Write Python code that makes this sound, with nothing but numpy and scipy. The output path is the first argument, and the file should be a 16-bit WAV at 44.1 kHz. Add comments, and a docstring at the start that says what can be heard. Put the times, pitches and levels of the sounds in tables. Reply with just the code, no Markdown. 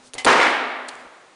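"""A loose wall tile is pried off in a bare, echoing kitchen. Mortar ticks and grates; the tile clinks
free and snaps. It crashes on the hard floor and breaks, setting the room's modes ringing; the small
recorder limits the crash. Pieces clatter, crumbs scatter, and a last chip clicks nearby as the room
rings out. Soft handling bumps follow. Room air and a low hum lie underneath."""
import sys
import numpy as np
from scipy import signal
from scipy.fft import rfft, irfft, next_fast_len
from scipy.io import wavfile
from scipy.ndimage import uniform_filter1d, minimum_filter1d, map_coordinates

SR = 44100
rng = np.random.default_rng(int(sys.argv[2]) if len(sys.argv) > 2 else 0)


def store_wav(level_fs):
    """Save 16-bit WAV to argv[1]."""
    pcm = np.round(np.clip(np.atleast_2d(level_fs), -1, 1) * 32767)
    wavfile.write(sys.argv[1], SR, pcm.T.astype(np.int16))


N = 59535


def crash():
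    """The tile slaps down and breaks in a quick run of blows, which wake the room's resonances."""
    blows = [(0.264, -7, 0.0776, -3), (0.2724, -5.5, 0.0348, 0), (0.278, -4.5, 0.0697, 1),
             (0.2841, -11, 0.0467, -1), (0.294, -7.5, 0.0676, 1), (0.3297, -11, .02, 3),
             (0.354, -16, 0.049, -4), (0.378, -23, 0.053, 3.5)]  # t/s, level/dB, t60/s, tilt/(dB/oct)
    colour = [(40, -62), (130, -27), (250, -4.5), (500, -1.5), (850, 2.5), (1400, 2), (2600, -6),
              (3500, -12), (6000, -20.5), (10000, -31.5)]  # blow spectrum: f/Hz, level/dB
    room_modes = [(252, -8, 1), (429, -4, 1), (467, -3, 1), (506, -2, 1), (572, -2, 1.1), (640, 0, 1.2),
                  (815, -1, 1.2), (932, 1, 1.2), (1027, 0, 1), (1142, -2, 1.2), (1179, 1, 1.2),
                  (1266, -1, 1.1), (1419, 0, 1), (1492, -4, 1), (1685, -5, 1.1), (1797, -3, 1)]  # f/Hz, relative level/dB, t60/s
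    return contacts(blows, colour, room_db=1.4767) + room_ring(blows[0][0], room_modes, gain_db=-24)


def pieces():
    """Smaller, brighter pieces clatter down and wake higher resonances."""
    landings = [(0.396, -17, 0.057, -2.5), (0.4011, -8, 0.0171, 2), (0.413, -13, 0.07, .5),
                (0.429, -13, 0.0564, 1), (0.4495, -18.5, 0.107, 0), (0.4679, -15.5, 0.06, 0.5),
                (0.5053, -30.5, 0.0295, 7.5), (0.549, -35, 0.017, 7)]  # t/s, level/dB, t60/s, tilt/(dB/oct)
    colour = [(40, -39), (140, -24.5), (250, -5.5), (500, -4.5), (1100, -3.5), (1600, 2.5), (2200, 3),
              (2700, -4.5), (3200, -5.5), (5500, -19.5), (10000, -29)]  # landing spectrum: f/Hz, level/dB
    high_modes = [(1615, 0, .9), (1890, -1, .8), (2169, 0, .9), (2256, 1, .9), (2284, 0, .9),
                  (2880, -8, .7), (3031, -6, .5)]  # f/Hz, relative level/dB, t60/s
    return contacts(landings, colour, room_db=0) + room_ring(landings[0][0], high_modes, gain_db=-29.5)


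def snaps():
    """Mortar and glaze crack near the microphone, short and bright."""
    cracks = [(0.1358, -22.5, 0.0043, 0), (0.140, -28.5, 0.0364, 8), (0.151, -35.5, 0.025, -1.5),
              (0.2472, -5, 0.0102, -2.5), (0.2521, -15.5, 0.024, 2.5), (0.265, -22.5, 0.0047, -4.5),
              (0.4008, -13.5, 0.0032, -6), (0.8835, -33, 0.0147, 14), (0.887, -19, 0.00487, 14),
              (0.889, -28, 0.0333, -3), (0.954, -31, 0.0057, -4.5)]  # t/s, level/dB, t60/s, tilt/(dB/oct)
    colour = [(100, -34), (400, -12), (1200, -15), (2100, -2), (3100, -1.5), (4400, 2.5), (5600, -8.5),
              (7000, -4), (8000, -7), (9300, -5.5)]  # crack spectrum: f/Hz, level/dB
    return contacts(cracks, colour, room_db=-13)


def thuds():
    """The weight of the whole tile bumps wall and floor."""
    knocks = [(0.138, -40.5, 0.067, 2), (0.151, -41, 0.136, -1.5), (0.249, -18.5, 0.111, -0.5),
              (0.263, -18.5, 0.061, -0.5), (0.285, -16, 0.068, -5.5), (0.322, -21, 0.053, 0.5),
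              (0.470, -25.5, 0.066, -3.5)]  # t/s, level/dB, t60/s, tilt/(dB/oct)
    colour = [(30, -33), (70, -27), (110, -21), (165, -9), (200, -17), (260, 1), (450, 2), (800, 2.5),
              (1400, -7.5), (4000, -34)]  # knock spectrum: f/Hz, level/dB
    return contacts(knocks, colour, room_db=2.5)


def scrapes():
    """The back of the tile grates on loose mortar."""
    strokes = [(0.150, -40.5, 0.34, -3.5), (0.1815, -26, 0.1124, 4), (0.198, -36.5, 0.17, .5)]  # t/s, level/dB, t60/s, tilt/(dB/oct)
    colour = [(100, -11.5), (400, -3), (850, 5.5), (1500, -3.5), (2100, 7.5), (2500, 3), (3000, -0.5),
              (4000, -2.5), (6000, -7), (10000, -13)]  # grating spectrum: f/Hz, level/dB
    return contacts(strokes, colour, room_db=-11)


def clink(start_s=0.182, gain_db=-36.5):
    """The still whole tile knocks against the wall and rings briefly."""
    tile_modes = [(509, -14.5, .25), (751, -2, .25), (1673, -13.5, 0.2), (2047.5, 1, 0.307), (2210, -5, .2),
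                  (2760, 0.5, .08), (2986, -3.5, 0.363), (3146, -3.5, .2), (4090, -1.5, 0.13)]  # f/Hz, relative level/dB, t60/s
    return amp(gain_db) * ring(start_s, tile_modes, waver_db=3)


def crumbs(count=50, start_s=0.25, span_s=0.75, fade_db_per_s=48, centre_hz=2062, t60_s=0.0074):
    """Bits of mortar tick on the floor ever more faintly, each at its own pitch."""
    out, t = np.zeros(2 * N), np.arange(1024) / SR
    for when, pitch, weight in rng.random((count, 3)):
        delay_s = span_s * when ** 2  # densest at first
        level_db = -24.5 - fade_db_per_s * delay_s + 6.5 * (2 * weight - 1)
        hz = centre_hz * 2 ** (2 * pitch - 1)
        tick = np.exp(-np.log(1000) * t / t60_s) * np.sin(2 * np.pi * hz * t)
        out[round((start_s + delay_s) * SR):][:len(t)] += amp(level_db) * tick
    return out[:N]


def contacts(hits, colour, room_db):
    """Crunching contacts of one material, each with its own brightness, and their echo."""
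    direct, sources = np.zeros(N), []
    for start_s, level_db, t60_s, tilt_db_per_oct in hits:
        crunch = burst(start_s, level_db, t60_s)
        direct += coloured(crunch, [(hz, db + tilt_db_per_oct * np.log2(hz)) for hz, db in colour])
        sources.append((start_s, np.sum(crunch ** 2)))
    return direct + amp(room_db) * coloured(echo(sources), colour)


def burst(start_s, level_db, t60_s):
    """The brittle crunch of one contact: decaying noise."""
    envelope = decay(start_s, t60_s)
    crunch = envelope * rng.standard_normal(N)
    return amp(level_db) * crunch * np.linalg.norm(envelope) / np.linalg.norm(crunch)


def ring(start_s, modes, waver_db):
    """Decaying modes whose levels waver."""
    out, age_s = np.zeros(N), since(start_s)
    for hz, level_db, t60_s in modes:
        envelope = amp(level_db + waver_db * wobble()) * decay(start_s, t60_s)
        out += envelope * np.sin(2 * np.pi * (hz * age_s + rng.random()))
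    return out


def room_ring(start_s, modes, gain_db, rise_s=0.009):
    """Resonances build up after an impact and ring out."""
    rise = 1 - np.exp(-since(start_s) / rise_s)
    return rise * amp(gain_db) * ring(start_s, modes, waver_db=2)


def echo(sources, build_s=0.0043):
    """Diffuse ring of bare walls after contacts (t/s, energy); the midrange lasts longest."""
    reverb_times = [(60, .5), (150, 0.73), (260, 1.21), (600, 1.367), (1200, 1.35), (2200, 1.23),
                    (4000, 1.085), (6000, 0.71), (9500, 0.59)]  # f/Hz, t60/s
    hz, t, noise = signal.stft(rng.standard_normal(N), SR, nperseg=256)
    loss_per_s = 2 * np.log(1000) / log_interp(reverb_times, hz)[:, None]
    power = 0
    for start_s, energy in sources:
        age_s = np.maximum(t - start_s, 0)
        build = (1 - np.exp(-age_s / build_s)) ** 2
        power = power + energy * loss_per_s / SR * np.exp(-loss_per_s * age_s) * build
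    return signal.istft(noise * np.sqrt(power), SR, nperseg=256)[1][:N]


def handling():
    """The hand shifts on the recorder; nothing of it reaches the room."""
    bumps = [(0.935, -53.5, 0.136, 3.5), (0.995, -51.5, 0.24, 5.5), (1.045, -53.5, 0.102, 3),
             (1.065, -57.5, .03, -3)]  # t/s, level/dB, t60/s, tilt/(dB/oct)
    colour = [(25, -5), (60, 2.5), (130, -6), (250, 1.5), (450, -14), (2000, -33.5)]  # bump spectrum: f/Hz, level/dB
    return contacts(bumps, colour, room_db=-np.inf)


def rubbing():
    """The hand rubs faintly: two swells of noise."""
    rubs = [(0.065, 0.034, -50.5), (.94, .05, -60.5)]  # t/s, half-width/s, level/dB
    colour = [(100, 2), (2000, -12), (5000, -3.5), (10000, -6)]  # rub spectrum: f/Hz, level/dB
    t = since(0)
    envelope = sum(amp(db) * np.exp(-((t - peak_s) / width_s) ** 2) for peak_s, width_s, db in rubs)
    return envelope * coloured(rng.standard_normal(N), colour)


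def hum(hz=252, waver_db=2.5):
    """A wavering low hum in the room that fades near the end."""
    levels = [(0, -57), (.8, -50), (1.05, -57), (1.09, -74)]  # hum envelope: t/s, level/dB
    t = since(0)
    level_db = np.interp(t, *np.transpose(levels)) + waver_db * wobble()
    return amp(level_db) * np.sin(2 * np.pi * hz * t)


def air():
    """Quiet noise of the room air."""
    levels = [(0, -51), (.13, -58), (.7, -52.5), (1.35, -53.5)]  # air envelope: t/s, level/dB
    colour = [(25, -23), (100, -17.5), (170, -10.5), (250, -7), (500, -2), (1200, -6), (2500, -11.5),
              (5000, -16), (10000, -21)]  # air spectrum: f/Hz, level/dB
    level_db = np.interp(since(0), *np.transpose(levels))
    return amp(level_db) * coloured(rng.standard_normal(N), colour)


def amp(db):
    """Decibels to gain."""
    return 10 ** (np.asarray(db) / 20)


def log_interp(points, hz):
    """Interpolate (f/Hz, value) points on a log axis."""
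    knots_hz, values = np.transpose(points)
    return np.interp(np.log(hz + 1), np.log(knots_hz + 1), values)


def since(start_s):
    """Seconds since start_s, zero before it."""
    return np.maximum(np.arange(N) / SR - start_s, 0)


def decay(start_s, t60_s):
    """Envelope that jumps up at start_s and dies away."""
    age_s = since(start_s)
    return (age_s > 0) * np.exp(-np.log(1000) * age_s / t60_s)


def wobble(knots_per_s=25):
    """Smooth random curve."""
    return map_coordinates(rng.standard_normal(200), [since(0) * knots_per_s], mode="mirror")


def coloured(x, colour, taps=2048, top_hz=12000):
    """Minimum-phase filter of shape (f/Hz, level/dB); white noise keeps its level."""
    hz = np.fft.rfftfreq(taps, 1 / SR)
    gain = amp(log_interp(colour, hz)) / np.sqrt(1 + (hz / top_hz) ** 24)
    gain /= np.sqrt(np.mean(gain ** 2) + 1e-20)
    cepstrum = irfft(np.log(gain), taps)
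    cepstrum[1:taps // 2] *= 2  # fold onto positive time
    cepstrum[taps // 2 + 1:] = 0
    impulse = irfft(np.exp(rfft(cepstrum)), taps)
    return signal.oaconvolve(x, impulse)[:N]


def scene():
    """Everything at one microphone."""
    tile = snaps() + scrapes() + clink() + thuds() + crash() + pieces() + crumbs()
    return (tile + handling() + air() + hum() + rubbing())[None]


def record(dry, ceiling=0.604, hold_s=0.00155, top_hz=10050):
    """A fast limiter, then a steep low-pass."""
    hold = int(hold_s * SR)
    needed_gain = np.minimum(1, ceiling / (np.abs(dry) + 1e-9))
    limited = dry * uniform_filter1d(minimum_filter1d(needed_gain, hold), hold)
    size = 2 * next_fast_len(N)
    rolloff = np.sqrt(1 + (np.fft.rfftfreq(size, 1 / SR) / top_hz) ** 400)
    return irfft(rfft(limited, size) / rolloff, size)[:, :N]


dry = scene()
out = record(dry)
store_wav(out)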